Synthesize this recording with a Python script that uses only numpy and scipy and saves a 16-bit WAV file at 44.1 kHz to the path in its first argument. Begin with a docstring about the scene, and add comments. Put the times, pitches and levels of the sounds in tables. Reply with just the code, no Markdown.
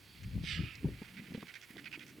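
"""A long harsh hiss, then a quick run of two-part rasps that swells and dies: vultures and a stork
squabble over a scrap, off to the right. Their calls are rough air ringing in the throat.
Dry stalks crackle underfoot, and the rest of the flock wheezes and shuffles faintly.
Close by, wind buffets the microphone and the camera body bumps as it is handled."""
import sys
import numpy as np
from scipy import signal
from scipy.fft import rfft, irfft
from scipy.io import wavfile
from scipy.ndimage import uniform_filter1d

SR = 44100
rng = np.random.default_rng(int(sys.argv[2]) if len(sys.argv) > 2 else 0)


def to_wav(sig):
    """Store sig (one row per channel, or 1-D mono) as 16-bit WAV at the path in sys.argv[1].

    Samples outside -1..1 are clipped; the rate is SR.
    """
    pcm = np.clip(np.atleast_2d(sig), -1, 1) * 32767
    pcm = np.round(pcm).astype(np.int16)
    wavfile.write(sys.argv[1], SR, pcm.T)  # frames by channels


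N = 97020
T = np.arange(N) / SR
HZ = np.maximum(np.arange(N // 2 + 1) * SR / N, 1)
OPPOSITE = np.array([[1], [-1]])   # flips the right channel, so a sound feels wide

# The dull tone of the camera body. Each row: frequency in Hz, level in dB.
BODY_COLOUR = [(60, -17), (130, 5.5), (210, 4), (300, 5), (420, -7), (600, -16), (900, -58), (1600, -64)]


def from_db(db):
    """Turn decibels into a gain to multiply by."""
    return 10 ** (np.asarray(db) / 20)


def rms_one(x):
    """Scale a sound to an average power of 1."""
    return x / np.sqrt(np.mean(x ** 2) + 1e-20)


def level(rows):
    """Gain over time, joining points of (seconds, dB)."""
    return from_db(np.interp(T, *np.transpose(rows)))


def noise(colour):
    """Steady noise shaped by points of (Hz, dB), falling away beyond the ends."""
    hz, db = np.transpose(colour)
    gain = from_db(np.interp(np.log(HZ), np.log(hz), db))
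    roll_off = np.minimum(1, np.minimum(HZ / hz[0], hz[-1] / HZ)) ** 2
    return rms_one(irfft(rfft(rng.standard_normal(N)) * gain * roll_off, N))


def wander(span_s):
    """A random wobble; a longer span makes it slower."""
    return rms_one(uniform_filter1d(rng.standard_normal(N), int(span_s * SR)))


def grainy(colour, grain_db, grain_s):
    """Noise whose level flickers from grain to grain."""
    flicker = from_db(grain_db * wander(grain_s))
    return rms_one(noise(colour) * flicker)


def evened(x, span_s):
    """Take the slow chance swings in level out of a noise."""
    return x / np.sqrt(uniform_filter1d(x ** 2, int(span_s * SR)) + 1e-6)


def resonate(x, hz, width_hz):
    """A resonance: it lets through one band of frequencies."""
    r = np.exp(-np.pi * width_hz / SR)
    section = [1 - r, 0, r - 1, 1, -2 * r * np.cos(2 * np.pi * hz / SR), r * r]
    return rms_one(signal.sosfilt([section, section], x))


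def glide(x, hz, width_hz):
    """A resonance whose centre moves."""
    r = np.exp(-np.pi * width_hz / SR)
    turn = np.exp(2j * np.pi * np.cumsum(hz) / SR)
    band = signal.lfilter([1], [1, -2 * r, r * r], x / turn)   # shift down to 0 Hz and smooth
    return rms_one((band * turn).real)


def burst(start, hold, attack, release):
    """A gain that rises, holds, then dies away; all times in seconds."""
    return np.clip((T - start) / attack, 0, 1) * np.exp(-np.maximum(T - start - hold, 0) / release)


def pan(x, pan_db, centred_above_hz=9200):
    """Place a sound left (+) or right (-); the microphone has no direction in the top treble."""
    ratio = from_db(pan_db / (1 + (HZ / centred_above_hz) ** 6))
    return irfft(rfft(x) * 2 * np.array([ratio, np.ones_like(ratio)]) / (1 + ratio), N)


def still_air():
    """Quiet air and microphone hiss, over a faint wide rumble."""
    # The tone of the air and hiss. 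Each row: frequency in Hz, level in dB.
    colour = [(25, -65), (100, 5), (350, 14.5), (600, 6.5), (1000, 6), (3000, 7.5), (7500, 0), (11000, 0),
              (18000, -2)]
    return from_db(-64.5) * noise(colour) + from_db(-76.5) * noise(BODY_COLOUR) * OPPOSITE


def far_hiss():
    """A thin, distant hiss, strongest at the start."""
    # Its loudness. Each row: time in seconds, level in dB.
    loudness = [(0, -72), (.13, -64.5), (.45, -72.5), (.8, -79)]
    # Its two-peaked tone. Each row: frequency in Hz, level in dB.
    colour = [(2600, -42), (3300, -6), (3850, -16), (4550, -2), (5300, -22), (6300, -47)]
    return level(loudness) * grainy(colour, grain_db=1.5, grain_s=0.009)


def flock():
    """The other birds wheeze and shuffle, blurring into one flickering noise."""
    # Their loudness. Each row: time in seconds, level in dB.
    loudness = [(0, -67.5), (.4, -64.5), (.8, -62), (1.05, -58.5), (1.4, -60), (1.6, -63), (2.2, -66)]
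    # Their tone. Each row: frequency in Hz, level in dB.
    colour = [(600, -15), (1100, -11), (1550, -3), (2300, 3), (3000, -3), (3900, -9), (4800, -10),
              (6200, -22.5), (9000, -19.5)]
    return level(loudness) * grainy(colour, grain_db=2.0, grain_s=0.0067)


def grass_rustle():
    """Dry grass gives one faint, high rustle."""
    # Its loudness. Each row: time in seconds, level in dB.
    loudness = [(1.63, -82), (1.708, -64), (1.80, -83)]
    # Its tone. Each row: frequency in Hz, level in dB.
    colour = [(7000, -23), (11000, -6), (14500, -14)]
    return level(loudness) * grainy(colour, grain_db=5.0, grain_s=0.0024)


def stalk_crackles(snaps_per_s=2000):
    """Each crackle is a cluster of tiny snaps in dry stalks."""
    # The crackles. Each row: start in seconds, level in dB, length in seconds, centre in Hz.
    crackles = [(0.232, -58, 0.017, 2080), (0.232, -64, 0.008, 5640), (0.752, -49.5, 0.0049, 4640),
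                (2.08, -62, 0.0011, 7200)]
    snaps = rng.standard_normal(N) * (rng.random(N) < snaps_per_s / SR) + 1e-18
    out = 0
    for start, db, length, hz in crackles:
        gain = from_db(db) * burst(start, length, attack=0.0005, release=0.0034)
        out += gain * resonate(snaps, hz, width_hz=0.51 * hz)
    return out


def wind():
    """Gusts buffet the microphone with a deep rumble, a little to the left."""
    # The gusts. Each row: time in seconds, level in dB.
    gusts = [(0, -66), (.17, -62), (.27, -39.5), (.31, -48), (.365, -36), (.42, -42), (.48, -49),
             (.54, -43), (.64, -40.5), (.715, -59.5), (.78, -55), (.875, -50.5), (.925, -44.5),
             (1.02, -60.5), (1.28, -69), (1.32, -67), (1.38, -71), (2.2, -71.5)]
    # The rumble's tone. Each row: frequency in Hz, level in dB.
    colour = [(22, -30), (36, -3.5), (60, 4), (110, 5.5), (165, -1), (240, -13.5), (400, -38), (700, -55)]
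    buffet = pan(evened(noise(colour), span_s=0.0305), pan_db=3)
    sides = from_db(-14) * noise(colour) * OPPOSITE
    return level(gusts) * (buffet + sides)


def hand_rub():
    """A hand rubs on the camera body."""
    # The strokes. Each row: time in seconds, level in dB.
    strokes = [(0, -71), (.3, -65.5), (.37, -50.5), (.5, -66), (.61, -45), (.72, -68), (.8, -62.5),
               (.86, -39.5), (.93, -52.5), (1.03, -72), (1.27, -60), (1.34, -51.5), (1.48, -76),
               (1.66, -87), (1.76, -53), (1.87, -61), (2.2, -57.5)]
    return level(strokes) * evened(noise(BODY_COLOUR), span_s=0.0206)


def drone():
    """A low drone at the microphone comes and goes."""
    # Its loudness. Each row: time in seconds, level in dB.
    loudness = [(1.0, -81), (1.09, -66), (1.2, -48), (1.29, -63), (1.43, -53.5), (1.49, -72)]
    sounding = (T > loudness[0][0]) * (T < loudness[-1][0])
    hum = resonate(rng.standard_normal(N), hz=196, width_hz=57)
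    return level(loudness) * sounding * evened(hum, span_s=0.022)


def body_bumps(rise_cycles=0.5):
    """Each bump swings the camera body for a few cycles, with a dull tick on top."""
    # The bumps. Each row: start in seconds, level in dB, pitch in Hz, relative tick strength in dB.
    bumps = [(0.274, -36, 122, -34), (0.352, -35.5, 199, -30), (0.362, -35.5, 154, -39),
             (0.377, -31.5, 207, -28), (0.436, -32, 148, -23), (0.591, -28, 169, -31),
             (0.603, -27.5, 151, -47), (0.633, -31.5, 142, -23), (0.832, -43, 293, -31),
             (0.844, -25.5, 195, -13), (0.854, -24.5, 136, -26), (0.87, -39, 65, -37),
             (0.888, -32.5, 306, -19.5), (1.017, -33.5, 203, -15), (1.307, -38.5, 186, -25),
             (1.319, -38, 212, -18), (1.347, -33.5, 216, -11.5), (1.377, -33.5, 217, -18),
             (1.427, -45, 246, -4), (1.704, -45.5, 235, -34), (1.763, -45, 290, -8), (1.974, -45, 305, -10),
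             (2.185, -43.5, 300, -37)]
    # The tick's tone. Each row: frequency in Hz, level in dB.
    tick_colour = [(200, 8), (380, 13.5), (600, -5.5), (850, -6), (1200, -17.5), (1900, -47)]
    tick_noise = evened(noise(tick_colour), span_s=0.0057)
    out = 0
    for start, db, hz, tick_db in bumps:
        cycles = np.maximum(T - start, 0) * hz
        age = cycles / rise_cycles
        swing = age * np.exp(1 - age) * np.sin(2 * np.pi * cycles)
        tick = tick_noise * burst(start, hold=0.00465, attack=0.0017, release=0.00465)
        out += from_db(db) * (swing + from_db(tick_db + 3) * tick)
    return out


def housing_clicks():
    """Sharper clicks: the camera housing rings for a moment."""
    # The clicks. Each row: start in seconds, level in dB, pitch in Hz.
    clicks = [(1.026, -46.5, 890), (1.428, -39, 1110), (1.942, -48, 930)]
    out = 0
    for start, db, hz in clicks:
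        ring = np.sin(2 * np.pi * hz * (T - start))
        out += from_db(db) * burst(start, hold=0, attack=0.00057, release=0.002) * ring
    return out


def handling(split_hz=183):
    """The camera is handled: deep sound leans left, higher sound right, clicks stay central."""
    upper_share = 1 / (1 + (split_hz / HZ) ** 6)
    pan_db = 6 * (1 - upper_share) - 3 * upper_share
    return pan(hand_rub() + drone() + body_bumps(), pan_db) + housing_clicks()


def thicket_echo(x, fade_s=0.058):
    """Add the faint scatter from the ground and the thicket behind."""
    tail = rng.standard_normal(SR // 2) * from_db(-60 * T[:SR // 2] / fade_s)
    return x + from_db(-14.5) * signal.fftconvolve(x, tail / np.linalg.norm(tail))[:N]


def rough_air(pulse_hz, rough, jitter):
    """Rushing air chopped by an uneven flutter in the throat."""
    cycles = np.cumsum(pulse_hz * np.exp(jitter * wander(span_s=0.005))) / SR
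    flutter = np.exp(rough * np.cos(2 * np.pi * cycles))
    return rms_one(rng.standard_normal(N) * flutter)


def hiss_tail():
    """One narrow resonance slides down as the long hiss runs out."""
    # The slide. Each row: time in seconds, centre in Hz, level in dB.
    slide = [(0.551, 2960, -66), (.62, 2800, -58), (.68, 2470, -51), (.74, 2430, -56), (0.80, 2280, -61.5),
             (.85, 2200, -89)]
    times, hz, db = np.transpose(slide)
    sounding = (T > times[0]) * (T < times[-1])
    breath = glide(rng.standard_normal(N), np.interp(T, times, hz), width_hz=550)
    return from_db(np.interp(T, times, db)) * sounding * evened(breath, span_s=0.033)


def long_hiss(peak_s=0.529, sink_octaves_per_s=1.25, bill_closes_s=.58, closing_s=.04):
    """Rough air through sinking throat resonances; it darkens as the bill closes halfway."""
    # The push of breath. Each row: time in seconds, level in dB.
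    loudness = [(.41, -71), (.44, -52), (.475, -43.5), (.52, -39.5), (.565, -44.5), (.59, -49.5),
                (.68, -54), (.75, -59), (.85, -96)]
    # Throat resonances. Each row: centre in Hz, width in Hz before widening,
    # level in dB with the bill wide open, level in dB with it half closed.
    throat = [(1303, 124, -14, -5.5), (1714, 240, -7.5, -5), (2090, 210, -2, -5), (2364, 370, -7, 0),
              (2932, 530, 2, 2.5), (3580, 410, -6, -4), (4330, 850, -4, -7), (5100, 650, -11.5, -10),
              (5810, 250, -12.5, -20), (7500, 550, -18.5, -25), (8600, 1000, -20, -48)]
    air = rough_air(pulse_hz=204.1, rough=.4, jitter=.4)
    closed = np.clip((T - bill_closes_s) / closing_s + .5, 0, 1)
    past_peak = np.maximum(T, loudness[0][0]) - peak_s
    sink = 2 ** (-sink_octaves_per_s * (1 - closed) * past_peak)   # only while the bill is open
    voice, power = 0, 0
    for k, (hz, width, open_db, closed_db) in enumerate(throat):
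        gain = from_db(open_db + closed * (closed_db - open_db))
        voice += (-1) ** k * gain * glide(air, hz * sink, width * 1.14)   # neighbours flip sign
        power += gain ** 2
    return level(loudness) * voice / np.sqrt(power)


def rasps():
    """About thirteen rasps a second, each a short catch of breath and then a longer scrape."""
    # The rasps. Each row: start and scrape length in seconds, scrape and catch levels in dB,
    # main resonance in Hz, its strength in dB, upper resonance in Hz, bright edge in dB.
    calls = np.array([(1.029, 0.025, -61, -56.5, 2190, -15, 4630, -19),
                      (1.154, 0.04, -52.5, -62, 2340, 6, 3040, -31),
                      (1.253, 0.014, -57, -59, 2140, 7, 3030, -22),
                      (1.327, 0.024, -53, -57, 2500, -5, 3960, -15),
                      (1.405, 0.018, -57, -52, 2400, -1, 3460, -14),
                      (1.468, 0.030, -52, -53, 2150, 4, 3970, -12.5),
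                      (1.539, 0.021, -48.5, -46, 2200, 4, 3330, -10),
                      (1.612, 0.025, -54.5, -52.5, 2310, 1, 3120, -7),
                      (1.691, 0.013, -56.5, -61, 2050, 10, 5100, -7),
                      (1.766, 0.023, -50.5, -50.5, 1900, 2.5, 3370, -13),
                      (1.842, 0.028, -46.5, -49.5, 2370, 6.5, 4300, -18),
                      (1.913, 0.037, -45, -49.5, 2540, 9, 4760, -12.5),
                      (1.992, 0.036, -52.5, -48, 2400, 4.5, 3180, -12),
                      (2.064, 0.035, -60, -55, 2400, 0, 3370, -2)])
    # Throat resonances that all rasps share. Each row: centre in Hz, width in Hz, level in dB.
    resonances = [(1478, 230, -8), (2003, 390, -2.5), (3090, 600, -4), (4370, 1600, -10.5)]
    scrape_delay_s, middle_s, attack_s, release_s = 0.01254, 0.027, .0015, 0.0045
    sink_octaves_per_s, firm_db_per_s, sag_db_per_s = 2.8, 142, 58
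    pulse_hz, width_hz = 394, 610
    current = np.maximum(np.searchsorted(calls[:, 0], T) - 1, 0)   # which rasp each sample is in
    start, length, scrape_db, catch_db, main_hz, main_db, upper_hz, edge_db = calls[current].T
    scrape_start = start + scrape_delay_s
    past_middle = np.clip(T - start - middle_s, -middle_s, middle_s)
    sink = 2 ** (-sink_octaves_per_s * past_middle)   # the throat relaxes during each rasp

    air = rough_air(pulse_hz, rough=.7, jitter=.3)
    steadier_air = rough_air(pulse_hz, rough=.7, jitter=.16)
    throat = sum((-1) ** k * from_db(db) * glide(air, hz * sink, width)
                 for k, (hz, width, db) in enumerate(resonances))
    main = from_db(main_db + firm_db_per_s * past_middle) * glide(steadier_air, main_hz * sink, width_hz)
    upper = from_db(-7.5) * glide(steadier_air, upper_hz * sink, width_hz)
    edge = from_db(edge_db) * resonate(air, hz=5450, width_hz=2800)
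    treble = from_db(2.5 * (T < scrape_start)) * (upper + edge)   # the catch is brighter
    voice = evened(main + throat + treble, span_s=0.0059)

    catch = from_db(catch_db) * burst(start, hold=.004, attack=attack_s, release=0.0025)
    sag_db = sag_db_per_s * np.maximum(T - scrape_start, 0)
    scrape = from_db(scrape_db - sag_db) * burst(scrape_start, length - release_s / 2, attack_s, release_s)
    return voice * (catch + scrape)


def scene():
    """Birds on the right, wind and handling at the microphone."""
    squabble = pan(thicket_echo(long_hiss() + hiss_tail() + rasps()), pan_db=-9.5)
    background = pan(flock(), pan_db=-11.5) + pan(far_hiss(), pan_db=-6)
    grass = pan(stalk_crackles(), pan_db=-6.5) + grass_rustle()
    return squabble + background + grass + wind() + still_air() + handling()


def record(dry):
    """Cut the top treble steeply above 18300 Hz."""
    return signal.sosfilt(signal.ellip(10, .1, 70, 18300, fs=SR, output="sos"), dry)


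dry = scene()
out = record(dry)
to_wav(out)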